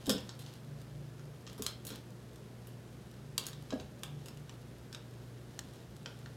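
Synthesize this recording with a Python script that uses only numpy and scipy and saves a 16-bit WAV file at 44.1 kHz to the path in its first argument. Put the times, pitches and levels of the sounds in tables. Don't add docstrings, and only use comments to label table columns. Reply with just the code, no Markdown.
import sys
import numpy as np
from scipy import signal
from scipy.fft import rfft, irfft
from scipy.io import wavfile
from scipy.ndimage import uniform_filter1d

SR = 44100
rng = np.random.default_rng(int(sys.argv[2]) if len(sys.argv) > 2 else 0)


def store_pcm(level_fs):
    pcm = np.round(np.clip(level_fs, -1, 1) * 32767).astype(np.int16)
    wavfile.write(sys.argv[1], SR, np.atleast_2d(pcm).T)


N = 280476

# frequency_hz, gain_db
AIR_EQ = [(20, -46), (40, -20), (60, -1), (90, -3), (140, -1.5), (200, 1), (232, -3.5), (305, -5),
          (409, -5.5), (482, -7), (950, -18.5), (1710, -20), (1870, -22), (3130, -27.5), (12600, -34),
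          (16000, -43)]
# pitch_hz, level_db
HUM_PARTIALS = [(58.8, -66.5), (119.8, -54), (177.6, -68.5), (238.5, -67.5), (355.3, -68), (473.7, -77)]
# time_s, level_db
THROB_LEVELS = [(0, -53), (.4, -56.5), (.75, -51), (1.2, -51.5), (1.6, -66.5), (2.7, -63), (3.3, -53),
                (3.6, -54.5), (3.85, -61), (4.15, -49), (4.8, -61.5), (5.3, -62), (6.36, -58.5)]
# time_s, rate_hz
THROB_RATES = [(4.2, 3.5), (4.6, 3.82)]
# frequency_hz, t60_s
REVERB_DECAY = [(150, 0.02), (500, 0.38), (1500, 0.34), (4000, 0.31), (8000, 0.15), (15000, 0.2)]
# frequency_hz, gain_db
REVERB_EQ = [(150, -9.5), (600, 1.5), (1500, -6), (3500, -9), (7000, -12), (14000, -13.5)]
# start_s, length_s, effort_db
SLIDE_STROKES = [(0, 0.27, -58.5), (0.405, 0.15, -57.5), (0.777, 0.046, -61), (1.475, .06, -58.5),
                 (1.63, .08, -55.5), (1.861, .11, -53.5), (3.42, 0.064, -53), (3.599, .22, -62.5),
                 (4.17, .13, -62.5), (5.49, 0.35, -62.5), (6.036, .3, -63.5)]
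# frequency_hz, gain_db
SLIDE_EQ = [(500, 2), (1400, -1), (2300, -4), (3100, 3), (4200, 1), (5500, -2), (8000, -7.5), (13000, -13),
            (16000, -19)]
# pitch_hz, gain_db, t60_s
TABLETOP_MODES = [(83.6, -13, 0.61), (190, -6, 0.21), (217.6, 1.5, 0.1), (244, 1, .12), (277.3, 1, 0.12),
                  (379, -4.5, 0.091), (414.5, -2.5, 0.16), (507, -0.5, 0.044), (628, -2, 0.06),
                  (772, -3, 0.043), (1141, -2.5, 0.048), (1650, -5.5, 0.097)]
# start_s, strength_db, brightness_hz
HAND_KNOCKS = [(0.075, -27, 407), (0.088, -35.5, 700), (0.094, -25, 650), (0.146, -38.5, 400),
               (0.22, -31.5, 90), (1.594, -34.5, 270), (1.85, -46.5, 500), (1.905, -45, 700),
               (3.723, -36, 920), (3.731, -34.5, 900), (3.79, -31.5, 120), (5.641, -30, 80)]
# frequency_hz, gain_db
CLICK_EQ = [(200, 6), (800, -6.5), (1300, 2.5), (1900, -3.5), (2400, -4), (3000, 6), (4300, 5), (5800, 3.5),
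            (7200, 4.5), (9500, 0), (13000, -3), (16000, -11.5)]
# start_s, strength_db, wood_db, treble_db, ring_hz, reverb_send_db
BEAD_CLICKS = [(0.058, -46.5, -25, -13, 3900, 14), (0.067, -41.5, -17, -6, 3800, 10),
               (0.0941, -25.5, -20, -8, 5230, 11.5), (0.102, -28.5, -19, -12, 3600, 7.5),
               (0.1803, -44, -15, -24, 3120, 9.5), (0.2914, -42, -17.5, -26, 4530, 9),
               (0.3913, -51, -25, -7, 4140, 16.5), (0.4618, -49.5, -19, -32, 4500, 7),
               (1.1943, -55, -5, -15, 6690, 6), (1.4664, -48.5, -17, -33, 3230, 10),
               (1.4746, -47, -15, -31, 3230, 7), (1.497, -52, -13, -23, 4220, -3),
               (1.579, -53, -8, -2, 5770, 17), (1.6215, -35, -19, -2.5, 6900, 10.5),
               (1.6641, -28, -19, -13, 4240, 6), (1.8504, -44.5, -18, 1, 6700, 11),
               (1.8679, -40.5, -23, -1, 6970, 7), (1.8754, -44.5, -14, 6, 4220, 14),
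               (1.9033, -43.5, -12.5, -15, 4040, 11), (2.3582, -55, -18, -9.5, 4170, 6),
               (2.6705, -53, -20, 6, 2990, 12), (3.3789, -25, -19.5, -11, 4700, 5),
               (3.466, -35.5, -22, -3.5, 6870, 8), (3.4852, -47.5, -9, -9, 4630, 5),
               (3.5307, -48, -16, -18, 3900, 10), (3.705, -43, -14, -31, 3940, 10.5),
               (3.7272, -47, -7, -30, 4100, 4), (3.7987, -47, -12, -29, 3900, 9.5),
               (4.0335, -36, -7, -9.5, 3500, 6.5), (4.2584, -48.5, -21, -9, 3060, 11.5),
               (4.2836, -46, -10, -10, 5400, 6), (4.372, -54.5, -15, -10, 2970, 6),
               (4.4941, -46.5, -11.5, -25, 3020, 6), (4.9272, -45, -13, -15, 5400, 8),
               (4.9469, -40, -11.5, -20, 3780, 5), (5.5906, -35.5, -11, -15, 7040, -0.5),
               (5.7349, -58, -13, -10, 3880, 10), (5.9648, -55, -13, -10, 4150, 5),
               (6.0592, -38, -9, -44, 3290, 6.5), (6.2596, -46.5, -0.5, -38, 4300, 3)]

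THROB_HZ, THROB_CREST_S, THROB_DEPTH = 145, 0.428, 0.61
FINGERING_DB = -66


def from_db(db):
    return 10 ** (np.asarray(db) / 20)


def unit_rms(x):
    return x / np.sqrt(np.mean(x ** 2) + 1e-20)


def automation(rows):
    return np.interp(np.arange(N) / SR, *np.transpose(rows))


def at_hz(points, hz):
    points = np.array(points)
    return np.interp(np.log(np.maximum(hz, 1)), np.log(points[:, 0]), points[:, 1])


def equalise(x, eq):
    hz = np.fft.rfftfreq(len(x), 1 / SR)
    return irfft(rfft(x) * from_db(at_hz(eq, hz)), len(x))


def drift(rate_hz):
    hz = np.fft.rfftfreq(N, 1 / SR)
    return unit_rms(irfft(rfft(rng.standard_normal(N)) / (1 + (hz / rate_hz) ** 2), N))


def room_air(level_db=-54):
    return from_db(level_db) * unit_rms(equalise(rng.standard_normal(N), AIR_EQ))


def appliance_hum(waver_db=1.5, wander_rad=0.15):
    t = np.arange(N) / SR
    beats = np.cumsum(automation(THROB_RATES)) / SR
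    beats -= np.interp(THROB_CREST_S, t, beats)
    throb = (1 + THROB_DEPTH * np.cos(2 * np.pi * beats)) * from_db(automation(THROB_LEVELS))
    partials = [(hz, from_db(level_db)) for hz, level_db in HUM_PARTIALS] + [(THROB_HZ, throb)]
    out = np.zeros(N)
    for hz, level in partials:
        phase = 2 * np.pi * (hz * t + rng.random()) + wander_rad * drift(0.9)
        out += np.sqrt(2) * level * from_db(waver_db * drift(2.0)) * np.sin(phase)
    return out


def room_reverb(send, build_s=0.0011):
    t = np.arange(SR // 2) / SR
    hz = np.fft.rfftfreq(len(t), 1 / SR)
    white = rfft(rng.standard_normal(len(t))) / np.sqrt(SR)
    edges_hz = np.geomspace(50, 20000, 15)
    echoes = 0
    for low, high in zip(edges_hz, edges_hz[1:]):
        centre_hz = np.sqrt(low * high)
        band = irfft(white * (hz >= low) * (hz < high), len(t))
        t60_s = at_hz(REVERB_DECAY, centre_hz)
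        decay = from_db(-60 * t / t60_s) * np.sqrt(np.log(1e6) / t60_s)
        echoes += band * decay * from_db(at_hz(REVERB_EQ, centre_hz))
    return signal.fftconvolve(send, echoes * (1 - np.exp(-t / build_s)))[:N]


def rubbing_effort(attack_s=0.011, release_s=0.038):
    t = np.arange(N) / SR
    effort = np.full(N, from_db(FINGERING_DB))
    for start_s, length_s, effort_db in SLIDE_STROKES:
        rise = np.clip((t - start_s) / attack_s, 0, 1)
        fall = np.exp(-np.maximum(t - start_s - length_s, 0) / release_s)
        effort = np.maximum(effort, from_db(effort_db) * rise * fall)
    return effort


def bead_slide(effort, catches_per_s=350, gain_db=-3):
    sizes_db = np.minimum(rng.exponential(1, N), 4)
    ticks = from_db(sizes_db) * rng.choice([-1, 1], N)
    catches = unit_rms(ticks * (rng.random(N) < catches_per_s / SR))
    rub = rng.standard_normal(N)
    friction = unit_rms(equalise(catches + rub, SLIDE_EQ))
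    return friction * effort * from_db(gain_db)


def place(track, start_s, sound):
    start = max(round(start_s * SR), 0)
    track[start:start + len(sound)] += sound[:N - start]


def plastic_click(wood_db, treble_db, ring_hz, chatter_s=0.0022, ring_s=0.0019, ring_db=-7, size=2048):
    t, hz = np.arange(size) / SR, np.fft.rfftfreq(size, 1 / SR)
    contact = rng.standard_normal(size) * np.exp(-t / chatter_s)
    contact[0] = 3.56
    spectrum = rfft(contact)
    spectrum /= np.sqrt(uniform_filter1d(abs(spectrum) ** 2, size=90))
    hardness_db = at_hz([(1900, wood_db + 17.5), (3200, 0), (6500, 0), (11000, treble_db + 11.0)], hz)
    low_cut_db = -10 * np.log10(1 + (900 / (hz + 1)) ** 4)
    tick = irfft(spectrum * from_db(at_hz(CLICK_EQ, hz) + hardness_db + low_cut_db))
    ring = np.sin(2 * np.pi * ring_hz * t) * np.exp(-t / ring_s)
    click = unit_rms(tick) + from_db(ring_db) * unit_rms(ring)
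    return unit_rms(np.roll(click, size // 64)) / np.sqrt(size)


def bead_jostle(effort, resting_per_s=4, gain_db=25, vary_db=1.5, spread_octaves=0.28):
    out = np.zeros(N)
    touches_per_s = resting_per_s * effort / from_db(FINGERING_DB)
    for i in np.flatnonzero(rng.random(N) < touches_per_s / SR):
        ring_hz = 4430 * 2 ** (spread_octaves * rng.standard_normal())
        strength = effort[i] * from_db(gain_db + vary_db * rng.standard_normal())
        place(out, i / SR, strength * plastic_click(wood_db=-14, treble_db=-7, ring_hz=ring_hz))
    return out


def hand_knocks(gain_db=-4, vary_db=3.5, attack_s=0.00019):
    out, t = np.zeros(N), np.arange(SR // 3) / SR
    hz, mode_db, t60_s = np.transpose(TABLETOP_MODES)[:, :, None]
    polarity = (-1) ** np.arange(len(hz))[:, None]
    envelopes = from_db(-60 * t / t60_s) * (1 - np.exp(-t / attack_s))
    modes = polarity * np.sin(2 * np.pi * hz * t) * envelopes
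    for start_s, strength_db, brightness_hz in HAND_KNOCKS:
        strength = from_db(strength_db + gain_db + mode_db + vary_db * rng.standard_normal(hz.shape))
        low_pass = 1 / np.hypot(1, (hz / brightness_hz) ** 2)
        place(out, start_s, np.sum(modes * strength * low_pass, axis=0))
    return out


def bead_clicks(gain_db=21, rebound_s=0.004, rebound_db=-16.5):
    direct, send = np.zeros(N), np.zeros(N)
    for start_s, strength_db, wood_db, treble_db, ring_hz, send_db in BEAD_CLICKS:
        contacts = [(0, 0), (rebound_s * rng.uniform(.5, 1.5), rebound_db)]
        for delay_s, drop_db in contacts:
            click = from_db(strength_db + drop_db + gain_db) * plastic_click(wood_db, treble_db, ring_hz)
            place(direct, start_s + delay_s, click)
            place(send, start_s + delay_s, from_db(send_db) * click)
    return direct, send


def scene():
    background = appliance_hum() + room_air()
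    clicks, click_send = bead_clicks()
    effort = rubbing_effort()
    handling = hand_knocks() + bead_slide(effort) + bead_jostle(effort)
    reverb = room_reverb(click_send + handling)
    return (background + reverb + handling + clicks)[None]


def record(dry, cutoff_hz=16000):
    return signal.sosfilt(signal.ellip(10, .2, 70, cutoff_hz, fs=SR, output="sos"), dry)


dry = scene()
out = record(dry)
store_pcm(out)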